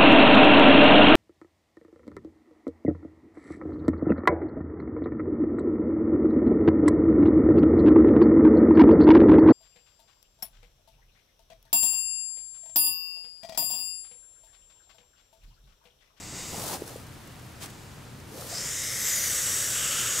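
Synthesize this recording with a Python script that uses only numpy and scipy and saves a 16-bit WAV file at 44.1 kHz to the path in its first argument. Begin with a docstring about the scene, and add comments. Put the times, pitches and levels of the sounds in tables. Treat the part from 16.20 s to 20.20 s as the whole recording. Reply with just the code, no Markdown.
"""Snake lunging on a lawn

Close up, a soft hiss gives way to a rush through the grass, with dull bumps, snapping blades and one
short puff. The snake lunges again and lets out a long, hard hiss: a jet of air whose resonances slide
as the airway changes shape. A faint low hum lies under the outdoor air."""
import sys
import numpy as np
from scipy import signal
from scipy.fft import rfft, irfft
from scipy.io import wavfile

SR = 44100
rng = np.random.default_rng(int(sys.argv[2]) if len(sys.argv) > 2 else 0)


def generate_wav(sig):
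    """Save sig (samples, or channels by samples) to the path in sys.argv[1] as 16-bit PCM at SR."""
    pcm = np.round(np.clip(np.atleast_2d(sig).T, -1, 1) * 32767).astype(np.int16)
    wavfile.write(sys.argv[1], SR, pcm)


N = 176400

HISS_SIDE_DB, GRASS_SIDE_DB = -16.5, -6   # stereo width: side relative to mid
# bright tone of brushed grass: f/Hz, level/dB
GRASS_COLOUR = [(400, -9), (1200, 4), (2200, -1.5), (4500, 3), (9500, 3), (15600, -3)]


def from_db(db):
    """Decibels to gain."""
    return 10 ** (np.asarray(db) / 20)


def unit_rms(x):
    """Scale to unit level."""
    return x / np.sqrt(np.mean(x ** 2) + 1e-20)


def since(start):
    """Seconds since a moment, zero before it."""
    return np.maximum(np.arange(N) / SR - start, 0)


def automation(rows):
    """One sample-by-sample curve for each column after the time."""
    times, *columns = np.transpose(rows)
    return [np.interp(since(0), times, column) for column in columns]


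def eq_curve(points):
    """Points of f/Hz, level/dB as a gain for each frequency bin."""
    hz, db = np.transpose(points)
    bin_hz = np.arange(N // 2 + 1) * SR / N
    return from_db(np.interp(np.log(bin_hz + 1), np.log(hz), db))


def drift(rate_hz):
    """Smooth random wandering of spread 1."""
    bin_hz = np.arange(N // 2 + 1) * SR / N
    return unit_rms(irfft(rfft(rng.standard_normal(N)) / (1 + (bin_hz / rate_hz) ** 2), N))


def stereo(pair, side_db):
    """Two unrelated signals as mid and side, at unit level."""
    return unit_rms(pair[0] + from_db(side_db) * pair[1] * np.array([[1], [-1]]))


def noise(colour, side_db):
    """Coloured stereo noise of unit level."""
    return stereo(irfft(rfft(rng.standard_normal((2, N))) * eq_curve(colour), N), side_db)


def resonance(hz, width_hz, side_db):
    """Turbulence ringing in a band of roughly this width, around a centre that can move."""
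    pole = np.exp(-1.5 * np.pi * width_hz / SR)
    a, b = signal.lfilter([1], [1, -2 * pole, pole * pole], rng.standard_normal((2, 2, N)))
    phase = 2 * np.pi * np.cumsum(hz) / SR
    return stereo(a * np.cos(phase) + b * np.sin(phase), side_db)


def outdoor_air():
    """A quiet, dark bed of air, nearly mono in the bass and wider above."""
    # tone of the air: f/Hz, level/dB
    colour = [(20, -16), (60, -7), (135, -1.5), (170, -7), (280, -9.5), (480, -16.5), (1450, -20),
              (4200, -28), (15500, -42.5)]
    # its side relative to its mid: f/Hz, level/dB
    width = [(60, -20), (150, -13.5), (400, -5.5), (1500, -5.5), (12000, -8)]
    mid, side = rfft(rng.standard_normal((2, N))) * eq_curve(colour)
    spectrum = mid + side * eq_curve(width) * np.array([[1], [-1]])
    return from_db(-46) * unit_rms(irfft(spectrum, N))


def distant_hum():
    """Two low tones that waver in phase and level."""
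    # tones of the hum: f/Hz, level/dB
    tones = [(87, -57.5), (120, -54.5)]
    out = 0
    for hz, db in tones:
        tone = np.sin(2 * np.pi * hz * since(0) + 0.54 * drift(3.4))
        out += from_db(db) * unit_rms(tone * from_db(-0.5 * drift(3.9)))
    return out


def soft_hiss():
    """Gentle flow through the airway: the opening hiss, then a faint draw of air."""
    # air flow of the hiss: t/s, level/dB
    flow = [(0, -43.5), (.11, -42), (.19, -37.5), (.38, -41.5), (.46, -51), (.58, -80)]
    # air drawn between the hisses: t/s, level/dB
    draw = [(1.2, -87), (1.5, -56), (1.85, -66), (2.0, -72)]
    # tone of both: f/Hz, level/dB
    colour = [(250, 0), (600, -6.5), (1100, -5.5), (1650, -11.5), (2000, -2), (2500, -7.5), (2800, -5),
              (3200, -11), (3650, -4), (4300, -10.5), (4620, -2), (5700, -5), (6900, 0), (8200, -0.5),
              (8550, -7), (9700, -14), (15500, -20)]
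    envelope = from_db(automation(flow)[0]) + from_db(automation(draw)[0])
    return envelope * noise(colour, HISS_SIDE_DB)


def grass_swish():
    """The body sweeps through the grass in two grainy rushes."""
    # swell of the lunges: t/s, level/dB
    swell = [(.1, -66), (.28, -46.5), (.4, -37.5), (.5, -34.5), (.55, -34.5), (.585, -46), (.65, -49),
             (.69, -45), (.86, -56), (2.05, -58), (2.2, -42.5), (2.4, -41), (2.6, -56)]
    grass = noise(GRASS_COLOUR, GRASS_SIDE_DB)
    grain = from_db(1.5 * drift(rate_hz=220))
    return from_db(automation(swell)[0]) * unit_rms(grass * grain)


def ground_scuffs():
    """Each lunge rubs the ground with a dull, rough scuff."""
    # per scuff: width/Hz, then a path of t/s, level/dB, f/Hz
    scuffs = [ (705, [(.31, -59, 301.5), (.335, -41, 355), (.365, -44, 543), (.38, -39, 554),
              (.43, -42, 552.6), (.55, -36, 641.7), (.58, -48.5, 500.8), (.72, -48, 401.7),
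              (.9, -68, 353)]), (222, [(1.9, -73, 330.8), (2.1, -51.5, 350), (2.2, -43, 533.3),
              (2.27, -47.5, 515.3), (2.7, -64, 506.6)])]
    dull_band = signal.butter(2, [130, 1300], "band", fs=SR, output="sos")
    out = 0
    for width_hz, path in scuffs:
        db, hz = automation(path)
        rub = resonance(hz, width_hz, side_db=-9.5) * from_db(drift(rate_hz=62))
        out += from_db(db) * unit_rms(signal.sosfilt(dull_band, rub))
    return out


def bumps(rise_s=0.0023):
    """Soft contacts, each ringing briefly at one pitch."""
    # contacts: t/s, peak level/dB, f/Hz, t60/s
    contacts = [(.328, -35, 163, 0.087), (.343, -31, 794, 0.018), (.378, -35.5, 168, 0.14),
                (.439, -33, 620, 0.019), (0.6196, -21.5, 398, 0.011), (0.758, -28, 478, 0.013),
                (2.221, -33, 1280, 0.0062), (2.326, -32.5, 687, 0.049)]
    out = np.zeros(N)
    for start, db, hz, t60 in contacts:
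        attack = np.minimum(since(start) / rise_s, 1)
        decay = from_db(db - 60 * since(start + rise_s) / t60)
        out -= attack * decay * np.sin(2 * np.pi * hz * since(start))
    return out


def blade_snaps(t60_s=0.028, ticks_per_s=30):
    """Tiny cracks of grass blades, among fainter random ticks of settling stems."""
    # snapping blades: t/s, relative level/dB
    snaps = [(.488, -21.5), (0.677, -24), (.868, -35), (1.074, -34), (1.459, -25), (1.501, -31), (2.0, -37)]
    cracks = sum(from_db(db - 60 * since(start) / t60_s) * (since(start) > 0) for start, db in snaps)
    triggers = (rng.random(N) < ticks_per_s / SR) * rng.random(N) * from_db(-44.5)
    ticks = signal.lfilter([1], [1, -from_db(-60 / (t60_s * SR))], triggers + 1e-18)
    return from_db(-12.5) * (cracks + ticks) * noise(GRASS_COLOUR, GRASS_SIDE_DB)


def puff(start_s=1.385, rise_s=.04, hold_s=.02, burst_t60_s=.13, tail_t60_s=.58, tail_hz=1308):
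    """One quick, broad burst of air; a duller tail lingers."""
    # tone of the burst: f/Hz, level/dB
    colour = [(100, -14), (190, 4), (600, -5), (2300, -8), (8000, -8), (15500, -16)]
    attack = np.minimum(since(start_s) / rise_s, 1) ** 2
    release_s = since(start_s + rise_s + hold_s)
    burst = from_db(-38.5 - 60 * release_s / burst_t60_s) * noise(colour, GRASS_SIDE_DB)
    tail = resonance(np.full(N, tail_hz), width_hz=tail_hz, side_db=GRASS_SIDE_DB)
    tail *= from_db(-51 - 60 * release_s / tail_t60_s)
    return attack * (burst + tail)


def sliding_notches(hiss, half_width_hz=221):
    """Hollow notches colour the hiss: most sink together, a few slide on their own."""
    # notches that sink together: base f/Hz, depth/dB
    sinking = [(890, 5.5), (2470, 3.5), (6300, 1.5), (9400, 2), (10450, 4.5), (11500, 6.5), (12350, 8)]
    # their fall as the hiss goes on: t/s, frequency ratio
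    fall = [(2.6, 1.05), (3.0, 1.014), (3.2, 1.0), (4, .975)]
    # per free notch: half-width/Hz, then a path of t/s, f/Hz, depth/dB
    sliding = [ (431, [(2.33, 3200, 5), (2.53, 4550, 9), (2.8, 4450, 3.5), (3.6, 4170, 4)]),
               (220, [(2.7, 5530, -2), (2.9, 5500, 5), (3.2, 5080, 8), (3.7, 5030, 4)]),
               (520, [(2.94, 7800, 5), (3.03, 7640, 8), (3.11, 7460, 3)])]
    hz, times, frames = signal.stft(hiss, SR, nperseg=1024, noverlap=768)
    hz = hz[:, None]
    at_frames = np.minimum((times * SR).astype(int), N - 1)
    ratio = automation(fall)[0][at_frames]
    cut_db = sum(db * np.exp(-((hz - centre * ratio) / half_width_hz) ** 2) for centre, db in sinking)
    for spread_hz, path in sliding:
        centre, db = automation(path)
        cut_db += db[at_frames] * np.exp(-((hz - centre[at_frames]) / spread_hz) ** 2)
    return signal.istft(frames * from_db(-cut_db), SR, nperseg=1024, noverlap=768)[1][:, :N]


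def long_hiss():
    """A hard jet of air excites the airway's sliding resonances; turbulence shakes the flow."""
    # faders of the jet: t/s, flow level/dB, treble level/dB, mids level/dB
    faders = [(2.22, -75, -85, -71), (2.3, -40.5, -59, -49), (2.37, -36, -57, -44), (2.46, -34.5, -45, -41),
              (2.6, -31.5, -41, -43.5), (2.79, -32, -38.5, -40.5), (2.87, -30.5, -40.5, -38),
              (2.98, -29, -33.5, -39.5), (3.35, -29.5, -34.5, -36), (3.48, -30.5, -35.5, -38),
              (3.82, -29.5, -37, -36), (4, -28, -37.5, -33.5)]
    # tone of its core, treble and mids: f/Hz, level/dB
    core = [(3600, -22), (4400, -5.5), (5500, -2), (8100, 0.5), (8900, -3.5), (9900, -24)]
    treble = [(8600, -33), (9400, 2), (10400, 1), (11400, 3.5), (13200, -2), (15600, -11)]
    mids = [(200, -13), (400, -3), (560, 3.5), (700, -7), (1500, 2.5), (3400, 0), (3900, 2.5), (4800, -16)]
    # per airway resonance: width/Hz, then a path of t/s, f/Hz, level/dB relative to the flow
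    airway = [ (310, [(2.33, 1960, -17.5), (2.65, 2020, -10.5), (2.95, 2030, -10.5), (3.35, 1880, -17.5),
              (3.56, 1480, -14.5), (3.85, 1435, -12), (4, 1429, -23)]), (754, [(3.42, 2950, -20.5),
              (3.57, 2934, -7), (3.88, 2960, -7.5), (4, 2970, -25)]), (480, [(2.31, 4850, -8),
              (2.38, 5100, -1.5), (2.5, 5310, -16), (2.88, 5200, -7.5), (3.05, 4850, -14),
              (3.3, 4600, -23)]), (320, [(2.72, 6260, -11.5), (2.86, 6200, -5.5), (3.05, 6000, -6.5),
              (3.3, 5840, -7), (4, 5830, -23)]), (346, [(2.35, 7350, -3), (2.55, 7150, -4),
              (2.78, 7360, -20), (2.93, 6980, -1), (3.1, 6750, -9), (3.55, 6810, -11.5),
              (3.98, 6860, -2.5)]), (456, [(2.7, 7925, -9), (2.88, 7600, 3), (3.01, 7950, -22),
              (3.14, 7750, -2.5), (3.65, 7640, 0), (4, 7680, -8.5)]), (340, [(2.45, 3700, -20),
              (2.65, 3800, -15.5), (3.1, 3700, -21.5)]), (600, [(2.68, 12500, -25), (2.85, 12400, -2),
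              (3.1, 12400, -30)]), (500, [(2.72, 13300, -32), (2.9, 13300, -9), (3.25, 13050, -23)])]
    flow_db, treble_db, mids_db = automation(faders)
    jet = from_db(flow_db - 1.28) * noise(core, HISS_SIDE_DB)
    jet += from_db(treble_db + 0.4) * noise(treble, side_db=-10)
    jet += from_db(mids_db - 0.5) * noise(mids, HISS_SIDE_DB)
    for width_hz, path in airway:
        hz, share_db = automation(path)
        jet += from_db(flow_db + share_db) * resonance(hz, width_hz, HISS_SIDE_DB)
    flutter = from_db(0.61 * drift(rate_hz=59))
    return sliding_notches(jet) * flutter


def scene(left_db=0.96):
    """The snake over the outdoor bed, all leaning a little to the left."""
    breath = soft_hiss() + long_hiss() + puff()
    movement = grass_swish() + ground_scuffs() + blade_snaps() + bumps()
    bed = outdoor_air() + distant_hum()
    return (breath + movement + bed) * from_db([[left_db / 2], [-left_db / 2]])


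def record(dry, cutoff_hz=15680):
    """A steep low-pass takes off the very top."""
    return signal.sosfilt(signal.ellip(16, .2, 80, cutoff_hz, fs=SR, output="sos"), dry)


dry = scene()
out = record(dry)
generate_wav(out)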